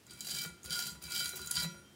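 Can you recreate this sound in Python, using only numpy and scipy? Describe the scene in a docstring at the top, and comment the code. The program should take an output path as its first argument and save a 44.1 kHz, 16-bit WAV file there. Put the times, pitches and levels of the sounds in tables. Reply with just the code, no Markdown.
"""Brush scrubbing brass on a steel plate

A small stiff brush scrubs a brass part lying on a steel plate on a workbench: four strokes in a small quiet room.
Stick-slip of the bristles is a dense random impulse train; it ticks the bristles and drives the modes of both metals.
Single bristles snap at the edges as bright noise bursts, and now and then one ring of the metal stands out.
The hand's push rumbles, and bumps knock, through decaying modes of the bench; noise tails make the room.
"""
import sys
import numpy as np
from scipy import signal
from scipy.fft import rfft, irfft
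from scipy.io import wavfile

SR = 44100
rng = np.random.default_rng(int(sys.argv[2]) if len(sys.argv) > 2 else 0)


def to_wav(s):
    """Save 16-bit WAV."""
    ch = np.atleast_2d(s).T  # columns
    pcm = np.round(np.clip(ch, -1, 1) * 32767)  # PCM
    wavfile.write(sys.argv[1], SR, pcm.astype(np.int16))


N = 85995
T = np.arange(N) / SR

# Background noise spectrum. Each row: frequency in Hz, relative level in dB.
FLOOR_SPECTRUM = [(25, -59), (45, -16), (70, 2.5), (170, -9), (350, -5.5), (700, -13.5), (1500, -15),
                  (4000, -18.5), (9000, -21.5), (16000, -28)]
# Decay of the room's tail. Each row: frequency in Hz, t60 in seconds.
ROOM_DECAY = [(200, 0.97), (1500, 0.46), (5000, 0.36), (10000, 0.38), (16000, 0.073)]
# Modes of the bench top. Each row: frequency in Hz, relative level in dB, t60 in seconds.
BENCH_MODES = [(75, -13.5, 0.1), (85, -11.5, 0.093), (134, -1, 0.071), (157.4, -4, 0.16), (201.3, -3, 0.46),
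               (281, -11, 0.09), (338.3, -11.5, 0.13), (384.7, -9, 0.11), (515, -22, 0.48)]
# Modes of a bump's thud in the bench. Each row: frequency in Hz, relative level in dB, t60 in seconds.
THUD_MODES = [(153.4, -6.5, 0.22), (171, -3.5, 0.22), (204.8, -18, 0.49), (352, -17.5, 0.97),
              (555, -25, 0.9)]
# Deep sway modes of the bench. Each row: frequency in Hz, relative level in dB, t60 in seconds.
SWAY_MODES = [(66.4, 19.5, 0.17), (99.4, 7, 0.2)]
# Spectrum of a clack. Each row: frequency in Hz, relative level in dB per Hz.
CLACK_SPECTRUM = [(100, -10), (350, 0), (600, 0), (850, -4), (1300, -2), (2200, -6), (4000, -22),
                  (15000, -45)]
# The part and brush head bumping down.
# Each row: start in seconds, thud level in dB, clack level in dB, sway level of the bench in dB.
KNOCKS = [(0.119, -34, -39, -28), (.32, -23, -39, -26), (0.449, -17.5, -22.5, -34), (.495, -33, -32, -25.5),
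          (.645, -32, -30.5, -19.5), (0.694, -19.5, -43, -27), (.905, -22.5, -40, -22.5),
          (0.951, -36, -32.5, -27), (1.038, -24.5, -33, -20.5), (1.25, -25.5, -54, -23),
          (1.333, -42, -27, -49), (1.392, -45, -26, -20), (1.445, -26, -39, -24),
          (1.565, -16.5, -36, -17.5), (1.621, -14, -25.5, -21), (1.645, -9, -21.5, -37),
          (1.742, -30, -33, -31)]
# The brush catches an edge and picks out one ring of the metal.
# Each row: start in seconds, level in dB, frequency in Hz, t60 in seconds.
PINGS = [(.208, -27, 3978, .1), (0.248, -25, 3978, .12), (.37, -17.5, 2318, 0.38),
         (0.449, -19.5, 1425, 0.24), (.67, -30.5, 515, 0.39), (.712, -15, 1425, 0.22),
         (0.873, -16.5, 1421, 0.21), (1.15, -18, 2318, 0.56), (1.325, -17, 3978, 0.14),
         (1.334, -23.5, 370, .2), (1.39, -26.5, 370.6, 0.18), (1.417, -17, 3978, .25),
         (1.568, -9, 1425, 0.21), (1.625, -11, 3978, .17), (1.646, -18, 1425, 0.28),
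         (1.665, -25.5, 5742, 0.44), (1.835, -31, 3160, 1.2)]
# Modes of the steel plate. Each row: frequency in Hz, relative level in dB, t60 in seconds.
PLATE_MODES = [(982.2, -13, 0.47), (1391, -11, 0.6), (1425, 1, 0.27), (1480, -13.5, 1), (1950, -12.5, 0.25),
               (2077, -17.5, .2), (2318, -7, 0.55), (2583, -13.5, 0.1), (3135, -19, 0.56),
               (3978, -3.5, 0.13), (5742, -13.5, 0.47), (6713, -12, 0.26), (9600, -5, 0.19),
               (10700, -27, 0.14)]
# Modes of the brass part. Each row: frequency in Hz, relative level in dB, t60 in seconds.
BRASS_MODES = [(1662, -15.5, 0.062), (3089, -5, 0.059), (3153.5, -5.5, 0.045), (3243, -7.5, 0.047),
               (3530, -18, 0.0046), (3814, -8.5, .08), (3995, -2.5, 0.032), (4240, -10, 0.055),
               (4740, 1, 0.017), (4635, -4, 0.024), (4892, -1.5, 0.016), (5640, -9, 0.047),
               (6760, -15, 0.07), (7560, -10.5, 0.072)]
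# Resonances of a bristle. Each row: frequency in Hz, half-width in Hz, lift in dB.
BRISTLE_RESONANCES = [(6660, 180, 7), (9150, 150, 10), (12000, 500, -3), (14600, 830, 4)]
# Single bristles snapping free.
# Each row: start in seconds, tick level in dB, tick pitch in Hz, kick to the brass in dB before its trim.
SNAPS = [(0.0667, -32.5, 7300, -38), (0.097, -44, 8500, -29), (.108, -29, 8500, -25),
         (0.134, -30, 7900, -44), (0.149, -45, 7600, -40), (0.2069, -15, 7740, -16.5),
         (.273, -26, 7100, -23), (0.3092, -18, 7040, -10), (0.348, -21.5, 11100, -10),
         (0.386, -18, 7950, -11), (0.4173, -17, 14100, -12), (0.438, -17.5, 13900, -16.5),
         (0.632, -28, 6940, -36), (0.643, -26.5, 9500, -48), (.659, -23, 13300, -18),
         (.698, -25, 7000, -16), (.7058, -17, 10300, -7.5), (.73, -18.5, 7050, -7),
         (0.79, -18.5, 12200, -8), (0.824, -20, 7140, -12), (0.854, -28, 10200, -32),
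         (0.87, -17, 12800, -18), (1.0247, -27, 15000, -41), (1.039, -22.5, 13100, -39),
         (1.1199, -17.5, 7550, -21), (1.2443, -16.5, 11000, -38), (1.257, -15, 10950, -6.5),
         (1.279, -20, 14700, -25), (1.292, -14, 10900, -36), (1.36, -18.5, 15100, -28),
         (1.369, -20.5, 11500, -28), (1.4164, -22, 11500, -22), (1.461, -21.5, 14500, -41),
         (1.4729, -15.5, 7100, -19), (1.5105, -8.5, 10140, -16), (1.5129, -7.5, 10600, -10.5),
         (1.5642, -25, 6860, -8.5), (1.568, -16, 7100, -1.5)]
# Spectrum of a bristle's tick. Each row: frequency in Hz, relative level in dB per Hz.
CRACKLE_SPECTRUM = [(300, -19), (800, 0), (1500, -15), (2800, 3), (5300, 3.5), (6200, 10), (7200, 14),
                    (8800, 6.5), (10300, 9.5), (12500, 5), (15500, 5)]
# Four strokes, one list each; all levels are before the trims.
# Each row: time in seconds, bristle crackle in dB, drive of the brass in dB, drive of the steel plate in dB.
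STROKES = [
    [(.06, -75, -71, -60.5), (.11, -55, -51.5, -50), (.165, -58, -58.5, -55), (.24, -45, -50, -59),
     (.32, -37, -37.5, -49), (.42, -42, -43, -43.5), (.46, -43, -45.5, -50), (.5, -60.5, -80, -55),
     (.6, -82, -74, -70)],
    [(.625, -83, -76, -72), (.645, -48, -52, -62), (.695, -58, -58, -45), (.72, -39.5, -36, -38.5),
     (.8, -37, -40.5, -46), (.885, -41.5, -39, -44), (.92, -50, -68, -64), (.96, -59, -74, -57.5),
     (1, -82, -74, -68)],
    [(1.02, -51, -50.5, -42.5), (1.04, -46, -44, -51), (1.085, -49.5, -51.5, -41), (1.15, -35.5, -32, -45),
     (1.26, -39.5, -42.5, -35.5), (1.285, -44, -76, -51), (1.34, -49, -55, -56), (1.37, -42.5, -51, -51),
     (1.41, -48.5, -48.5, -51), (1.495, -54, -64, -45.5)],
    [(1.51, -46, -57, -44), (1.545, -37, -42, -47), (1.57, -38, -33.5, -29.5), (1.61, -37.5, -35, -46),
     (1.64, -31.5, -42.5, -38), (1.675, -73, -62, -47.5), (1.72, -57, -91, -55.5), (1.8, -70, -79, -56)],
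]

FLOOR_DB = -63
ROOM_DB, ROOM_DELAY_S = -10.5, 0.008
NEAR_DB, NEAR_T60_S, NEAR_DELAY_S = -5.5, 0.077, 0.002
RUMBLE_DB, FULL_DRIVE_DB = -55, -30.5  # rumble level where the drive of the brass is full
RUMBLE_FOLLOW = 0.25  # dB of rumble per dB of drive: it grows slowly with the push
CLACK_T60_S, THUD_RISE_S = 0.07, 0.014
KNOCK_RINGS_DB = 5  # a clack's drive of the plate, above its own level
PING_RISE_S = 0.0061
CONTACT_DB, CONTACT_S = 2, 0.025  # depth and time scale of the changing feed of each mode
MODE_RISE_S, MODE_LAG_S = 0.0004, 0.002  # swell of a mode and its longest delay
SNAP_T60_S, SNAP_PEAK_DB, SNAP_WIDTH_HZ, SNAP_LOW_HZ = 0.018, 13.5, 390, 5250
FLICKS_PER_S = 2600
FLICK_SPREAD_DB, HARDEST = 4.5, 3  # dB per unit of hardness, and the cap on hardness
CLUMP_DB, CLUMP_S = 2.5, 0.0025
BRISTLE_T60_S, BRISTLE_COLOUR_DB, BRISTLE_COLOUR_HZ = 0.009, 5, 700
TUFT_DB, TUFT_S = 2, 0.013  # different bristles take over as the brush travels
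CRACKLE_DB, BRASS_DB, PLATE_DB = -6, -4.5, -4  # trims of the three layers
LOW_CUT_HZ, EDGE_HZ = 70, 15850


def amp(db):
    """Decibels to gain: twenty decibels are a factor of ten in amplitude."""
    return 10 ** (np.asarray(db) / 20)


def evened(x):
    """Power normalisation: scales to rms 1."""
    return x / np.sqrt(np.mean(x ** 2) + 1e-20)


def unit(x):
    """Energy normalisation: scales to energy 1."""
    return x / (np.linalg.norm(x) + 1e-20)


def read(points, hz):
    """Interpolation on a log-frequency axis, as hearing spaces pitch."""
    f, value = np.transpose(points)
    return np.interp(np.log(hz + 1), np.log(f + 1), value)


def add(mix, s, sound):
    """Superposition: adds a sound into the mix at s seconds."""
    part = mix[max(round(s * SR), 0):][:len(sound)]
    part += sound[:len(part)]


def through(x, response):
    """Linear response: convolves a drive with an impulse response, cut to the scene's length."""
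    return signal.oaconvolve(x, response)[:N]


def wander(size, span):
    """Smooth random variation: low-passed noise of rms 1 that changes over span samples."""
    low_pass = np.exp(-(np.fft.rfftfreq(size) * span * 2) ** 2)
    return evened(irfft(rfft(rng.standard_normal(size)) * low_pass, size))


def burst(colour_db, t60, size=4096):
    """A dying scratch of energy 1: random phases under the spectrum colour_db(hz), decaying exponentially."""
    phases = np.exp(2j * np.pi * rng.random(size // 2 + 1))
    noise = irfft(phases * amp(colour_db(np.fft.rfftfreq(size, 1 / SR))))
    return unit(noise * amp(-60 * T[:size] / t60))


def ring(modes):
    """Modal impulse response: one tap excites decaying cosines, each weighted by its level in dB."""
    t = T[:SR]
    total = np.zeros(SR)
    for k, (hz, db, t60) in enumerate(modes):
        mode = unit(amp(-60 * t / t60) * np.cos(2 * np.pi * hz * t))
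        total += (-1) ** k * amp(db) * mode  # neighbouring modes have opposite signs
    return unit(total)


def swell(rise_s):
    """Exponential build-up: a resonance approaches full motion with time constant rise_s."""
    return 1 - np.exp(-T[:SR] / rise_s)


def floor():
    """Stationary noise: white noise shaped into steady low room noise and hiss."""
    colour = amp(read(FLOOR_SPECTRUM, np.fft.rfftfreq(N, 1 / SR)))
    return amp(FLOOR_DB) * evened(irfft(rfft(rng.standard_normal(N)) * colour, N))


def room(x):
    """Reverberation as decaying noise: quick reflections off the bench and things on it, and a faint tail."""
    hz, frame_s, bands = signal.stft(rng.standard_normal(SR), SR, nperseg=256)
    decay = amp(-60 * frame_s / read(ROOM_DECAY, hz)[:, None])
    tail = signal.istft(bands * decay, SR, nperseg=256)[1][:SR]
    t = T[:SR]
    near = rng.standard_normal(SR) * amp(-60 * t / NEAR_T60_S)
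    late = amp(ROOM_DB) * unit(tail * (t > ROOM_DELAY_S))
    early = amp(NEAR_DB) * unit(near * (t > NEAR_DELAY_S))
    return x + through(x, late + early)


def bench(drive_db):
    """Forced and free vibration: the hand's push rumbles in the bench; bumps give clack, thud and sway."""
    push = amp(RUMBLE_DB + RUMBLE_FOLLOW * (drive_db - FULL_DRIVE_DB))
    out = through(rng.standard_normal(N) * push, ring(BENCH_MODES))
    thud = unit(ring(THUD_MODES) * swell(THUD_RISE_S))
    sway = unit(ring(SWAY_MODES) * swell(THUD_RISE_S))
    for s, thud_db, clack_db, sway_db in KNOCKS:
        clack = burst(lambda hz: read(CLACK_SPECTRUM, hz), CLACK_T60_S)
        add(out, s, amp(thud_db) * thud + amp(sway_db) * sway)
        add(out, s, amp(clack_db) * clack)
    return out


def knock_impulses():
    """Impulsive excitation: each clack strikes the plate with a one-sample blow."""
    blows = np.zeros(N)
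    for s, thud_db, clack_db, sway_db in KNOCKS:
        add(blows, s, amp([clack_db + KNOCK_RINGS_DB]))
    return blows


def pings():
    """Selective excitation: single modes of the metal swell briefly and die."""
    out = np.zeros(N)
    for s, db, hz, t60 in PINGS:
        add(out, s, amp(db) * unit(ring([(hz, 0, t60)]) * swell(PING_RISE_S)))
    return out


def rubbed(drive, modes):
    """Modal coupling: a moving contact feeds each mode by a changing amount, each a moment late."""
    shares = unit(amp([db for hz, db, t60 in modes]))
    out = np.zeros(N)
    for share, mode in zip(shares, modes):
        contact = evened(amp(CONTACT_DB * wander(N, CONTACT_S * SR)))
        response = unit(ring([mode]) * swell(MODE_RISE_S))
        add(out, rng.random() * MODE_LAG_S, share * through(drive * contact, response))
    return out


def snaps():
    """Release of stored bending energy: bristles spring off an edge, ticking brightly and kicking the brass."""
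    ticks, kicks = np.zeros(N), np.zeros(N)
    for s, db, pitch, kick_db in SNAPS:
        peaks = BRISTLE_RESONANCES + [(pitch, SNAP_WIDTH_HZ, SNAP_PEAK_DB)]

        def colour(hz):
            """Resonance peaks over the tick spectrum, with the lows rolled off."""
            lifts = sum(lift / (1 + ((hz - f) / width) ** 2) for f, width, lift in peaks)
            low_loss = 10 * np.log10(1 + (SNAP_LOW_HZ / (hz + 1)) ** 4)
            return read(CRACKLE_SPECTRUM, hz) + lifts - low_loss

        add(ticks, s, amp(db) * burst(colour, SNAP_T60_S))
        add(kicks, s, amp([kick_db]))
    return ticks, kicks


def flicks():
    """Stick-slip as a random impulse train: bristles slip in clumps, a few much harder than the rest."""
    hardness = np.minimum(rng.exponential(1, N), HARDEST)
    clumps = np.clip(wander(N, CLUMP_S * SR), -2, 2)
    size = amp(FLICK_SPREAD_DB * hardness + CLUMP_DB * clumps)
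    direction = rng.choice([-1, 1], N)
    slipping = rng.random(N) < FLICKS_PER_S / SR
    return evened(size * direction * slipping)


def crackle(slips, count=16):
    """Sum of impulse responses: each slip ticks one bristle, with its own colour and changing contact."""
    def colour(hz):
        """The tick spectrum with random lifts and dips."""
        return read(CRACKLE_SPECTRUM, hz) + BRISTLE_COLOUR_DB * wander(len(hz), BRISTLE_COLOUR_HZ / hz[1])

    which = rng.integers(0, count, N)
    out = np.zeros(N)
    for k in range(count):
        tick = burst(colour, BRISTLE_T60_S)
        contact = evened(amp(TUFT_DB * wander(N, TUFT_S * SR)))
        out += through(slips * (which == k) * contact, tick)
    return out


def scene():
    """Common excitation: the same slips drive bristles, brass and the plate under it; knocks ring the plate."""
    s, *levels = np.concatenate(STROKES).T
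    crackle_db, brass_db, plate_db = (np.interp(T, s, level, left=-90, right=-80) for level in levels)
    slips = flicks()
    ticks, kicks = snaps()
    bristles = amp(CRACKLE_DB) * crackle(slips * amp(crackle_db)) + ticks
    brass = amp(BRASS_DB) * rubbed(slips * amp(brass_db) + kicks, BRASS_MODES)
    plate = amp(PLATE_DB) * rubbed(slips * amp(plate_db) + knock_impulses(), PLATE_MODES)
    # only the bristles and the brass excite the room
    return (floor() + bench(brass_db) + pings() + plate + room(bristles + brass))[None]


def record(dry):
    """Band limiting: the microphone's low cut and the recorder's upper edge."""
    low_cut = signal.butter(4, LOW_CUT_HZ, "high", fs=SR, output="sos")
    thin = signal.sosfilt(low_cut, dry)
    band_limit = signal.firwin(301, EDGE_HZ, window=("kaiser", 8), fs=SR)
    return signal.oaconvolve(thin, band_limit[None], "same")


dry = scene()
out = record(dry)
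to_wav(out)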